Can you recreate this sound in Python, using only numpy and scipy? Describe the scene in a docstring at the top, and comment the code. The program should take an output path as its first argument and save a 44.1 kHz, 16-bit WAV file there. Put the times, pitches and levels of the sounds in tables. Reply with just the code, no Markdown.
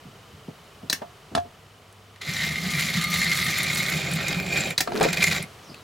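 """In a small room, a model tank locomotive runs out along a wooden plank, stops and runs back near the microphone.
Random gear taps and loose metal excite the resonant body shell; shaped noise makes plank boom and wheel roll.
Wandering sine tones make the chassis sing and the gear mesh whine on the way out.
Noise bursts and damped modes make a direction switch before each run, and knocks and bumps on the bench.
Something scrapes on the bench, a faint high buzz pulses behind, and a falling band of noise swishes at the end."""
import sys
import numpy as np
from scipy import signal
from scipy.fft import rfft, irfft
from scipy.io import wavfile

SR = 44100
rng = np.random.default_rng(int(sys.argv[2]) if len(sys.argv) > 2 else 0)


def unload_wav(signal):
    """Save mono or channel-first audio to the path in sys.argv[1] as 16-bit WAV at rate SR, clipped to [-1, 1]."""
    wavfile.write(
        sys.argv[1],
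        SR,
        np.round(np.clip(np.atleast_2d(signal).T, -1, 1) * 32767).astype(np.int16),
    )


N = 257103
T = np.arange(N) / SR
FREQ = np.maximum(np.fft.rfftfreq(2 * N, 1 / SR), 1)


def undb(db):
    """Decibels to gain."""
    return 10 ** (np.asarray(db) / 20)


def unit(x):
    """Scale to rms 1."""
    return x / np.sqrt(np.mean(x ** 2))


def curves(rows):
    """Each column of a timed table, interpolated per sample."""
    t_s, *columns = np.transpose(rows)
    return [np.interp(T, t_s, column) for column in columns]


def spectrum(points):
    """Level in dB at every frequency, straight lines on a log axis."""
    hz, db = np.transpose(points)
    return np.interp(np.log(FREQ), np.log(hz), db)


def colour(x, db):
    """Minimum-phase filter of the given dB shape and unit power gain: it rings after a blow, never before."""
    cepstrum = irfft(np.log(unit(undb(db))))
    cepstrum[1:N] *= 2
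    cepstrum[N + 1:] = 0
    response = np.exp(rfft(cepstrum))
    return irfft(rfft(x, 2 * N) * response)[..., :N]


def noise():
    """White noise."""
    return rng.standard_normal(N)


def walk(cutoff_hz):
    """Smooth random motion of rms 1: low-passed noise."""
    lowpass = signal.butter(2, cutoff_hz, fs=SR, output="sos")
    return unit(signal.sosfilt(lowpass, noise()))


def band(x, hz, q):
    """One resonance, scaled to rms 1."""
    b, a = signal.iirpeak(min(hz, SR / 2 - 1), q, fs=SR)
    return unit(signal.lfilter(b, a, x))


def tone(hz, wander_hz, rate_hz):
    """Thin tone of rms 1 whose pitch wanders."""
    cycles = np.cumsum(hz + wander_hz * walk(rate_hz)) / SR
    return np.sqrt(2) * np.sin(2 * np.pi * cycles)


def swell(peak_s, rise_db_per_s, fall_db_per_s, hold_s=0):
    """Gain that rises to 1, holds and falls, straight in dB."""
    rise_db = rise_db_per_s * np.maximum(peak_s - T, 0)
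    fall_db = fall_db_per_s * np.maximum(T - peak_s - hold_s, 0)
    return undb(-rise_db - fall_db)


def burst(start_s, db, contact_s):
    """Force of one rough contact: noise that builds quickly and dies away."""
    age = np.maximum(T - start_s, 0) / contact_s
    build = 1 - np.exp(-3 * age ** 2)
    force = noise() * build * np.exp(-np.minimum(age, 50))
    return undb(db) * force * np.sqrt(contact_s * SR / np.sum(force ** 2))


def ring(modes, blows, push_s):
    """Damped modes set off by (t/s, level/dB) blows; the push takes a moment to build."""
    out, t = np.zeros(N + SR), T[:SR // 2]
    rung = sum(undb(db - 60 * t / t60_s) * np.sin(2 * np.pi * hz * t) for hz, db, t60_s in modes)
    rung = rung * (1 - np.exp(-(t / push_s) ** 2))
    for start_s, db in blows:
        start = int(start_s * SR)
        out[start:start + len(t)] += undb(db) * rung
    return out[:N]


def scatter(per_s, scatter_db):
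    """Touches at random moments, of random strength."""
    strength_db = scatter_db * np.clip(noise(), -2, 2)
    return (rng.random(N) < per_s / SR) * undb(strength_db)


def tinkle(hz, per_s, q, decay_s=0.0026, scatter_db=3):
    """Small loose parts touch at random moments and ring briefly near one pitch."""
    touches = scatter(per_s, scatter_db)
    fading = signal.lfilter([1], [1, -np.exp(-1 / (decay_s * SR))], touches)
    return band(noise() * fading, hz, q)


def room(x, wet_db, t60_s, side):
    """Dense early echoes from bench and walls, partly different at each ear."""
    t = T[:SR // 2]
    fade = undb(-60 * t / t60_s) * (t > .0015)
    fade = fade / np.linalg.norm(fade)
    mid, across = (signal.fftconvolve(x, rng.standard_normal(len(t)) * fade)[:N] for _ in range(2))
    # the microphone pair spreads the low middle most: f/Hz, level/dB
    spread = [(60, -3.0), (170, 6.0), (280, 12.5), (500, 23.0), (1000, 19.5), (3000, 15.5), (12000, 13.0)]
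    across = colour(across, spectrum(spread))
    return x + undb(wet_db) * (mid + side * np.array([across, -across]))


# still-room spectrum: f/Hz, level/dB
AIR_COLOUR = [(15, -111), (25, -19), (70, -7.5), (114, -5), (145, -5), (326, -15.5), (405, -8.5), (476, -9),
              (516, -13.5), (734, -10.5), (818, -15), (1290, -12), (1480, -17.5), (2990, -19.5),
              (16000, -36.5)]
# room noise: t/s, level/dB
AIR_LEVEL = [(0, -49.5), (1.3, -50), (1.7, -52), (2.2, -52), (5.5, -46), (5.83, -47.5)]
# room noise, side re mid: f/Hz, level/dB
AIR_WIDTH = [(25, -5), (70, -43), (180, -18), (400, -13), (900, -9.5), (2000, -9), (4500, -8), (9000, -17)]


def air(hum_hz=100, hum_db=-57):
    """Room noise, coloured and spread by frequency, with a faint wavering mains hum."""
    mid, across = colour(np.array([noise(), noise()]), spectrum(AIR_COLOUR))
    across = irfft(rfft(across, 2 * N) * undb(spectrum(AIR_WIDTH)))[:N]
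    hum = undb(hum_db + 2.3 * walk(0.34)) * np.sin(2 * np.pi * hum_hz * T)
    level = undb(curves(AIR_LEVEL)[0] + 0.12 * walk(0.53))
    return (mid + np.array([across, -across])) * level + hum


def faint_buzz(hz=3020, pulse_hz=25.2, start_db=-63.5, fade_db_per_s=3, deepest_fade_db=4):
    """A wandering high tone pulses evenly and recedes a little."""
    gate = (.5 + .5 * np.cos(2 * np.pi * pulse_hz * T)) ** 4
    level_db = start_db - np.minimum(fade_db_per_s * T, deepest_fade_db)
    return unit(tone(hz, wander_hz=60, rate_hz=137) * gate) * undb(level_db)


SWISH_S, SWISH_LENGTH_S, SWISH_DB = 5.62, .21, -53.5
SWISH_START_HZ, SWISH_FALL_OCTAVES_PER_S = 6500, 4.3


def swish(width_hz=330, rough_db=2, waver_hz=200):
    """Faint, uneven brushing hiss: narrow noise on a falling, wavering carrier."""
    age_s = np.clip(T - SWISH_S, 0, SWISH_LENGTH_S)
    hz = SWISH_START_HZ * 2 ** (-SWISH_FALL_OCTAVES_PER_S * age_s) + waver_hz * walk(117.5)
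    arch = np.sqrt(np.abs(np.sin(np.pi * age_s / SWISH_LENGTH_S)))
    hiss = unit(walk(width_hz) * np.cos(2 * np.pi * np.cumsum(hz) / SR))
    return hiss * arch * undb(SWISH_DB + rough_db * walk(90))


# scrape: f/Hz, level/dB
SCRAPE_COLOUR = [(120, -10), (240, 4.5), (290, -7.5), (340, 2), (410, 7), (490, -4), (580, -7), (800, -13),
                 (1100, -14), (2500, -23), (8000, -37.5)]
SLIDE_PEAK_S, SLIDE_HOLD_S, SLIDE_DB = 4.965, 0.096, -25.5
SLIDE_RISE_DB_PER_S, SLIDE_FALL_DB_PER_S = 226, 430


def slide(side=0.51, grit_hz=1400, grit_db=-11):
    """Short juddering scrape on the bench with catches of grit, spread between the ears."""
    mid, across = colour(np.array([noise(), noise()]), spectrum(SCRAPE_COLOUR))
    grit = undb(grit_db) * tinkle(grit_hz, per_s=220, q=1.5, decay_s=0.00086)
    judder = undb(SLIDE_DB + 2 * walk(54))
    level = judder * swell(SLIDE_PEAK_S, SLIDE_RISE_DB_PER_S, SLIDE_FALL_DB_PER_S, SLIDE_HOLD_S)
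    return (mid + grit + side * np.array([across, -across])) * level


# heavy bumps late in the scrape: t/s, level/dB
BUMP_BLOWS = [(5.0085, -8.5), (5.0135, -12), (5.051, -12.5), (5.06, -15)]
# f/Hz, level/dB, t60/s
BUMP_RING = [(395, -17, 0.04), (505, 5.5, 0.031), (636, -4, 0.03), (830, -7.5, 0.036), (1400, -13, 0.02)]


def bumps(left_over_right_db=3):
    """Heavy, hollow bumps on the left: damped modes, spread widely."""
    rung = ring(BUMP_RING, BUMP_BLOWS, push_s=0.0015)
    pan_db = np.array([[left_over_right_db], [-left_over_right_db]]) / 2
    return room(rung, wet_db=-6.0, t60_s=0.059, side=0.87) * undb(pan_db)


# bench-top thumps: t/s, level/dB
THUMP_BLOWS = [(1.351, -32), (1.373, -24), (1.438, -33)]
# f/Hz, level/dB, t60/s
THUMP_RING = [(89, -4.5, 0.17), (152, -5, .06)]


def thumps():
    """The bench top answers with short, deep damped modes."""
    return ring(THUMP_RING, THUMP_BLOWS, push_s=0.003)


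# knocks on the bench: t/s, level/dB, contact/s, bench ring re knock/dB, bass edge f/Hz
BENCH_KNOCKS = [(.04, -46, 0.035, -44, 40), (.29, -48.5, 0.051, -43, 40), (0.475, -35, 0.013, -31, 110),
                (0.827, -38.5, 0.014, -17, 110), (1.0165, -28, 0.0061, -11.5, 323),
                (1.312, -36.5, 0.013, -26, 60), (1.3499, -14.5, 0.0023, -13, 50),
                (1.362, -25.5, 0.0044, -9, 60), (1.374, -28, 0.0042, 3.5, 199),
                (1.379, -28, 0.0034, -20, 900), (1.44, -42, 0.013, -30, 40),
                (4.873, -23, 0.004, -10.5, 500), (4.88, -36, .008, -24, 150),
                (4.9195, -26, 0.0032, -12, 130), (5.01, -19, 0.0026, -10, 550),
                (5.023, -23, 0.0031, -24, 300), (5.036, -23, 0.0017, -22, 250),
                (5.045, -24, 0.0023, -9, 704), (5.052, -23, 0.0023, -14, 248),
                (5.061, -33, 0.0024, -24, 400), (5.687, -38.5, 0.018, -39, 170)]
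# knock, before dulling and bass loss: f/Hz, level/dB
BENCH_COLOUR = [(40, -22), (80, 4), (170, 7), (280, 5), (430, 0), (750, 0.5), (1500, -3.5), (2300, -10.5),
                (4000, 0), (8000, 0.5), (16000, 0)]
KNOCK_CYCLES = 6.9  # dull above this many cycles per contact time


def knocks():
    """Thuds on the bench: the longer the contact, the duller; each has its own bass edge."""
    out = np.zeros(N)
    for start_s, db, contact_s, _, low_hz in BENCH_KNOCKS:
        dull_db = 10 * np.log10(1 + (FREQ * contact_s / KNOCK_CYCLES) ** 4.9)
        thin_db = 10 * np.log10(1 + (low_hz / FREQ) ** 3)
        out += colour(burst(start_s, db, contact_s), spectrum(BENCH_COLOUR) - dull_db - thin_db)
    return out


# f/Hz, level/dB, t60/s
BENCH_RING = [(700.6, 9.5, 0.18), (757, 3.5, 0.097), (1230, -10, 0.08)]


def bench_ring(left_lag_s=0.00044):
    """The knocks leave a hollow ring, which reaches the right side first."""
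    blows = [(start_s, db + ring_db) for start_s, db, _, ring_db, _ in BENCH_KNOCKS]
    rung = ring(BENCH_RING, blows, push_s=0.00095)
    return np.array([np.interp(T - left_lag_s, T, rung), rung])


# switch clicks: t/s, level/dB, contact/s, lever ring re click before snap_db/dB, seat ring re click/dB
SWITCH_CLICKS = [(.898, -22.5, 0.0044, 6, -11), (0.9265, -17, 0.0041, -30, -0.5),
                 (4.7778, -19.5, 0.0055, 3.5, -12), (4.8037, -16.5, 0.0055, -10, -1)]
# switch housing: f/Hz, level/dB
HOUSING_COLOUR = [(25, -40), (65, -4), (150, 2.5), (450, -4.5), (700, 2), (1100, -8.5), (1700, 0),
                  (2300, 1.5), (3000, -4.5), (4400, -0.5), (5500, -1), (7000, -4.5), (8700, -6.5),
                  (11000, -11), (16000, -11)]
# lever: f/Hz, level/dB, t60/s
LEVER_RING = [(3980, 0, .013), (4170, -12, .02), (4640, -5, .014), (5560, -15, .016), (6400, -10, .013),
              (8700, -16, .02)]
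# seat: f/Hz, level/dB, t60/s
SEAT_RING = [(1774, 1.5, 0.03), (2160, -19, 0.014), (2930, 2, 0.017)]


def switch(snap_db=13):
    """The lever snaps loose with a very short ring, then clatters into its lower-ringing seat."""
    force = sum(burst(start_s, db, contact_s) for start_s, db, contact_s, _, _ in SWITCH_CLICKS)
    lever_blows = [(start_s, db + lever_db + snap_db) for start_s, db, _, lever_db, _ in SWITCH_CLICKS]
    seat_blows = [(start_s, db + seat_db) for start_s, db, _, _, seat_db in SWITCH_CLICKS]
    snap = ring(LEVER_RING, lever_blows, push_s=.0012)
    seat = ring(SEAT_RING, seat_blows, push_s=.002)
    return colour(force, spectrum(HOUSING_COLOUR)) + snap + seat


# locomotive: t/s, place along track (0 near end, 1 far end)
LOCO_PLACE = [(2.2, 0.012), (3.4, 0), (4.1, 0.72), (4.8, 1), (5.4, 0.39)]


def track_place():
    """Place of the locomotive along the track, 0 to 1."""
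    return np.clip(curves(LOCO_PLACE)[0], 0, 1)


# body shell, broad colour: f/Hz, level/dB
SHELL_COLOUR = [(300, -16), (800, -7), (1100, -4.5), (1500, 0), (2200, 0), (2900, 2.5), (4500, 2.5),
                (6000, -3.5), (7600, -4.5), (8600, -18.5), (12000, -12), (15500, -17.5)]
# body shell resonances: f/Hz, width/Hz, lift at near end/dB, lift at far end/dB
SHELL_PEAKS = [(1450, 610, 1.1, 8.3), (1856, 160, 6.8, 6.3), (2026, 203, 12.2, 0.7), (2149, 120, 6.1, 4.9),
               (2353, 116, 10.4, 6.67), (2443, 242, 1.2, 14.8), (3570, 150, 3.1, 0.84), (3823, 220, 7.3, 3),
               (4220, 81, 5.4, 1.3), (4930, 150, 2, 0.8), (5600, 53, 1.8, 0.9), (7120, 780, 2.4, 6.3),
               (9600, 1100, 9.5, 4.8)]


def shell(force):
    """The body shell radiates; its resonances weigh differently along the track."""
    place = track_place()
    near_db = far_db = spectrum(SHELL_COLOUR)
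    for hz, width_hz, near_lift_db, far_lift_db in SHELL_PEAKS:
        peak = 1 / (1 + (2 * (FREQ - hz) / width_hz) ** 2)
        near_db = near_db + near_lift_db * peak
        far_db = far_db + far_lift_db * peak
    return (1 - place) * colour(force, near_db) + place * colour(force, far_db)


def shell_waver(x, waver_db=2.6, waver_hz=9):
    """The shell shifts on its frame, so each resonance swells and fades on its own."""
    out = x
    for hz, width_hz, _, _ in SHELL_PEAKS:
        edges_hz = [hz - width_hz / 2, hz + width_hz / 2]
        bandpass = signal.butter(1, edges_hz, "band", fs=SR, output="sos")
        part = signal.sosfiltfilt(bandpass, x)
        out = out + part * (undb(waver_db * walk(waver_hz)) - 1)
    return out


def shell_rattle(per_s=38, hz=2130, q=7, near_db=-8):
    """The loose shell bumps on its frame at uneven moments and rings near its main resonance."""
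    rattle = tinkle(hz, per_s, q, decay_s=0.0018, scatter_db=2)
    return band(rattle, hz, q=15.0) * undb(near_db) * (1 - .5 * track_place())


# wheels jolting on the rails: t/s, level/dB, contact/s, shell ring re jolt/dB
RAIL_JOLTS = [(2.159, -45, 0.0023, 1.5), (2.212, -31.5, 0.0078, -14), (2.408, -31, 0.0034, -8),
              (2.5566, -30, .003, 15), (2.9378, -25.5, 0.0045, 0), (3.137, -21.5, 0.0064, 0),
              (3.155, -23, 0.0037, -4), (3.2163, -22.5, 0.0019, 10), (3.231, -26, 0.0027, 6),
              (3.314, -22.5, 0.0038, 6), (3.484, -24, 0.0032, 7), (3.8828, -26, 0.0029, 8),
              (3.918, -29, 0.0043, 11), (4.0133, -37, 0.0013, 0), (4.281, -17.5, 0.0014, -17),
              (4.399, -24, 0.002, -8), (4.6432, -34, 0.0018, -6), (4.707, -25, 0.0022, 4),
              (5.029, -23, 0.004, -12), (5.036, -21, 0.0045, -6), (5.046, -27, 0.0032, 3),
              (5.085, -24, 0.004, -6), (5.103, -27, .003, -3), (5.129, -23, 0.005, -8),
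              (5.168, -26.5, 0.0054, -3), (5.223, -21, 0.0039, 5), (5.24, -19, 0.0034, 2),
              (5.274, -21.5, 0.0027, 9.5), (5.311, -21, 0.0038, -2), (5.381, -29, 0.0028, 8)]
# shell after a jolt: f/Hz, level/dB, t60/s
JOLT_RING = [(2023, -5.5, 0.023), (2095, -4, 0.029), (3780, -11, .015)]


def jolts():
    """Single harder blows of the wheels on the rails, each with its share of shell ring."""
    force = sum(burst(start_s, db, contact_s) for start_s, db, contact_s, _ in RAIL_JOLTS)
    blows = [(start_s, db + ring_db) for start_s, db, _, ring_db in RAIL_JOLTS]
    return shell(force) + ring(JOLT_RING, blows, push_s=.001)


# sharp ticks, mostly running gear: t/s, level/dB, contact/s, f/Hz
SHARP_TICKS = [(1.354, -33, 0.0014, 7900), (1.362, -40, .0013, 7000), (1.375, -40, 0.0012, 7000),
               (1.387, -46, 0.0012, 5500), (1.4, -44, .001, 5500), (1.926, -47.5, .001, 9250),
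               (2.334, -30.5, 0.0045, 5700), (2.405, -31, 0.0045, 3720), (3.039, -28, 0.0021, 10200),
               (3.137, -30, 0.0048, 9800), (3.242, -27.5, .003, 6500), (3.333, -26, .0015, 7200),
               (3.363, -35, 0.0027, 9000), (3.443, -36, .004, 9000), (3.582, -28, 0.0033, 11400),
               (3.63, -25.5, 0.0033, 9500), (3.746, -27, 0.0036, 8190), (3.776, -30.5, 0.0035, 9100),
               (3.897, -33, 0.0037, 12010), (4.113, -32.5, 0.0033, 9940), (4.135, -27.5, 0.0026, 8200),
               (4.158, -36, 0.0025, 13500), (4.282, -26.5, 0.0029, 7100), (4.399, -39, 0.0017, 13960),
               (4.424, -39, 0.0019, 15000), (4.703, -33.5, 0.0032, 9350), (4.935, -37, .0015, 4300),
               (4.973, -30, 0.0032, 4200), (5.028, -22.5, 0.0022, 7050), (5.13, -20.5, 0.00084, 7250),
               (5.239, -17, 0.002, 6500), (5.425, -30.5, 0.0025, 9500), (5.743, -36, 0.0022, 2740)]


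def ticks(q=3.3):
    """Bright single ticks: noise bursts through one broad resonance each."""
    out = np.zeros(N)
    for start_s, db, contact_s, hz in SHARP_TICKS:
        force = burst(start_s, db, contact_s)
        out += band(force, hz, q) * np.std(force)
    return out


# plank boom: f/Hz, level/dB
PLANK_COLOUR = [(35, -31), (55, -27), (75, -8.5), (105, -14), (130, -5.5), (150, -4.5), (163, 0.5),
                (185, -2.5), (225, -11), (290, -22.5), (500, -56)]
# heavy lurches: t/s, load/dB, f/Hz, half length/s
PLANK_LURCHES = [(2.294, -30.5, 149.5, 0.013), (2.528, -31, 167.3, 0.015), (2.669, -28.5, 171.6, 0.01),
                 (2.762, -25.5, 160, .02), (2.85, -34.5, 140.3, 0.018), (2.978, -23.5, 163.2, 0.023),
                 (3.113, -29.5, 174.3, 0.01), (3.19, -25, 170.6, 0.015), (3.96, -26, 160.5, .018),
                 (4.149, -22.5, 162.8, .023), (4.384, -25.5, 177, 0.017), (4.592, -31.5, 150, 0.017),
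                 (4.689, -33.5, 215.7, 0.012), (5.034, -25.5, 165, 0.02), (5.1, -28, 167.1, 0.013),
                 (5.202, -26, 171.6, .017), (5.293, -24.5, 166.6, 0.016)]


def lurches(rough_db=-9, boom_db=-2):
    """The locomotive rocks on the plank, which booms at a pitch that glides from lurch to lurch."""
    load = sum(undb(db) * np.exp(-.5 * ((T - peak_s) / half_s) ** 2)
               for peak_s, db, _, half_s in PLANK_LURCHES)
    hz = curves(PLANK_LURCHES)[1]
    boom = tone(hz, wander_hz=8.83, rate_hz=32.6) * load * undb(boom_db)
    return boom + undb(rough_db) * colour(noise() * load, spectrum(PLANK_COLOUR))


# the two runs: power on/s, power off/s, treble/dB, plank boom/dB, wheel roll/dB
LOCO_RUNS = [(2.209, 4.715, -9, -34.5, -46), (4.951, 5.44, -10, -36, -44.5)]
# thin chassis tone: t/s, level/dB
SING_LEVEL = [(2.25, -57), (2.7, -44.5), (2.92, -49), (3.03, -37.5), (3.16, -34), (3.26, -47.5),
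              (3.35, -39.5), (3.48, -38), (3.56, -43), (3.8, -42), (4.0, -49), (4.7, -55)]
# gear-mesh whine: t/s, f/Hz, level/dB
MESH_WHINE = [(2.22, 2060, -53), (2.32, 2078, -41), (2.7, 2130, -39), (3.05, 2166, -53), (3.18, 2147, -35),
              (3.42, 2144, -40.5), (3.65, 2150, -43), (3.8, 2164, -34), (3.93, 2200, -37),
              (4.05, 2129, -51)]
# octave of the whine: t/s, level/dB
OCTAVE_LEVEL = [(2.3, -50), (2.8, -59), (2.95, -42), (3.08, -42), (3.28, -38), (3.42, -45), (3.57, -41),
                (3.8, -50), (4.05, -56)]


def chassis(sing_hz=1219, skirt_hz=1260, skirt_db=-6, sing_flutter_db=1.0, rough_db=3):
    """On the way out the chassis sings a thin, fluttering tone; the gear mesh whines with its octave."""
    thin = unit(tone(sing_hz, wander_hz=9, rate_hz=45) * undb(sing_flutter_db * walk(45)))
    skirt = band(band(noise(), skirt_hz, q=11), skirt_hz, q=11)
    sing = (thin + undb(skirt_db) * skirt) * undb(curves(SING_LEVEL)[0])
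    hz, db = curves(MESH_WHINE)
    mesh = tone(hz, wander_hz=15.0, rate_hz=52) * undb(db + rough_db * walk(40))
    octave_db = curves(OCTAVE_LEVEL)[0] + rough_db * walk(40)
    octave = tone(2 * hz, wander_hz=26, rate_hz=38.6) * undb(octave_db)
    on_s, off_s = LOCO_RUNS[0][:2]
    return (sing + mesh + octave) * (T > on_s) * (T < off_s)


def clinks(low_hz=3000, high_hz=4900, t60_s=0.016, level_db=-12, spread_db=6, count=1000):
    """Loose links and wheel flanges clink at random, each a short ring at its own pitch."""
    out, t = np.zeros(N + SR), T[:SR // 10]
    for when, pitch, size in rng.random((count, 3)):
        start = int(when * N)
        hz = low_hz * (high_hz / low_hz) ** pitch
        decay = np.exp(-np.log(1000) * t / t60_s)
        out[start:start + len(t)] += np.sin(2 * np.pi * hz * t) * undb(spread_db * size) * decay
    return unit(out[:N]) * undb(level_db)


def gear_force(motor_hz=66.1, taps_per_s=1700, throb_db=0.5, flutter_db=1.67, brush_db=-5,
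               teeth=6, tooth_db=2, scatter_db=3):
    """Loose teeth tap at random, harder once a motor turn and at each tooth; brushes rub throughout."""
    turn = 2 * np.pi * np.cumsum(motor_hz * (1 + 0.04 * walk(4.19))) / SR
    taps = scatter(taps_per_s, scatter_db)
    contact_db = throb_db * np.sin(turn) + tooth_db * np.sin(teeth * turn) + flutter_db * walk(49)
    rubbing = undb(brush_db) * noise()
    return unit((unit(taps - taps.mean()) + rubbing) * undb(contact_db))


# wheel roll: f/Hz, level/dB
ROLL_COLOUR = [(200, -14), (310, -5), (400, 2.5), (490, -3.5), (580, -2.5), (680, -1), (830, -5.5),
               (980, -14.5), (1500, -29.5)]
# gear drive out, before chatter_db: t/s, level/dB
GEAR_OUT = [(2.215, -38), (2.3, -32), (2.45, -28.5), (2.6, -32), (2.72, -28.0), (2.95, -27.5),
            (3.07, -29.5), (3.14, -26.5), (3.55, -26), (3.67, -28), (3.78, -26.5), (3.92, -27.5),
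            (4.05, -30), (4.33, -29), (4.45, -34.5), (4.58, -25), (4.71, -31.5)]
# gear drive back, before chatter_db: t/s, level/dB
GEAR_BACK = [(4.955, -38), (5.0, -40), (5.04, -28), (5.118, -33.5), (5.142, -24), (5.158, -35.5),
             (5.174, -23), (5.196, -30.5), (5.232, -20), (5.256, -27.5), (5.276, -24), (5.3, -30),
             (5.32, -25), (5.378, -27.5), (5.405, -34.5), (5.43, -37.5), (5.46, -48)]
# the driving wheels bind once a turn
WHEEL_HZ, TIGHT_SPOT_S, WHEEL_SWING_DB = 5.28, 3.19, 0.5
# dB per dB of gear drive above usual
USUAL_DB, TREBLE_FOLLOW, BOOM_FOLLOW, ROLL_FOLLOW = -26.5, 0.61, 0.12, 0.45
# change from near end to far end
FAR_TREBLE_DB, FAR_BOOM_DB, FAR_ROLL_DB = -4, 0.5, 11
# track fraction where the gears pass the microphone, and over what stretch
PASS_PLACE, PASS_WIDTH = 0.63, 0.073
FLICKER_DB = 2.2  # unevenness of the top octave, rms
PICKUP_HZ = (5870, 6450, 8640, 9500, 11000, 13000, 13800)


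def run(drive, on_s, off_s, treble_db, boom_db, roll_db, chatter_db=-1.67, bright_db=11, tinkle_db=-4,
        rods_db=-14, uneven_db=0.2, start_s=0.03, stop_s=0.035, boom_build_s=0.11):
    """One run: gears chatter in the shell, pick-ups and rods tinkle, wheels boom and roll on the plank."""
    place = track_place()
    power = np.interp(T, [on_s, on_s + start_s, off_s, off_s + stop_s], [0, 1, 1, 0])
    binding_db = WHEEL_SWING_DB * np.cos(2 * np.pi * WHEEL_HZ * (T - TIGHT_SPOT_S))
    gear_db = curves(drive)[0] + binding_db + uneven_db * walk(60)
    effort_db = gear_db - USUAL_DB
    # the top octave drops once the gears have passed the microphone
    shade = .5 + .5 * np.tanh((place - PASS_PLACE) / PASS_WIDTH)
    top_db = treble_db + TREBLE_FOLLOW * effort_db + FAR_TREBLE_DB * shade + FLICKER_DB * walk(31)
    chatter = shell_waver(shell(gear_force()))
    highpass = signal.butter(2, 7000, "high", fs=SR, output="sos")
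    fizz = signal.sosfiltfilt(highpass, chatter)
    # metal contacts, each at its own pitch
    pickups = unit(sum(tinkle(hz, per_s=150, q=10) / hz ** .5 for hz in PICKUP_HZ))
    top = undb(top_db) * (fizz * undb(bright_db) + pickups * undb(tinkle_db))
    # the coupling rods clink more plainly towards the far end
    rods = tinkle(7350, per_s=70, q=36) * undb(rods_db) * place
    metal = chatter - fizz + top + rods + clinks() + shell_rattle()
    # the plank takes a moment to get going
    build = 1 - np.exp(-np.maximum(T - on_s, 0) / boom_build_s)
    plank_db = boom_db + BOOM_FOLLOW * effort_db + FAR_BOOM_DB * place
    plank = build * colour(noise(), spectrum(PLANK_COLOUR)) * undb(plank_db)
    wheels_db = roll_db + ROLL_FOLLOW * effort_db + FAR_ROLL_DB * place
    wheels = colour(gear_force(), spectrum(ROLL_COLOUR)) * undb(wheels_db)
    return power * (metal * undb(gear_db + chatter_db) + plank + wheels)


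def scene(near_pan_db=-0.2, far_pan_db=-1.4):
    """Locomotive, switch and bench in the room; the locomotive pans further right towards the far end."""
    pan_db = near_pan_db + (far_pan_db - near_pan_db) * curves(LOCO_PLACE)[0]
    background = air() + faint_buzz() + swish()
    thuds = room(knocks(), wet_db=-5.5, t60_s=0.092, side=0.48)
    bench = slide() + bumps() + thumps() + thuds + bench_ring()
    clicks = room(switch(), wet_db=-7.0, t60_s=0.14, side=0.54)
    runs = run(GEAR_OUT, *LOCO_RUNS[0]) + run(GEAR_BACK, *LOCO_RUNS[1])
    loco = runs + lurches() + chassis() + jolts() + ticks()
    loco = room(loco, wet_db=-10, t60_s=.11, side=.58) * undb(np.array([pan_db, -pan_db]) / 2)
    return background + bench + clicks + loco


def record(dry, top_hz=16000):
    """The recorder cuts the top with a steep low-pass."""
    return signal.sosfilt(signal.ellip(10, .2, 80, top_hz, fs=SR, output="sos"), dry)


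dry = scene()
out = record(dry)
unload_wav(out)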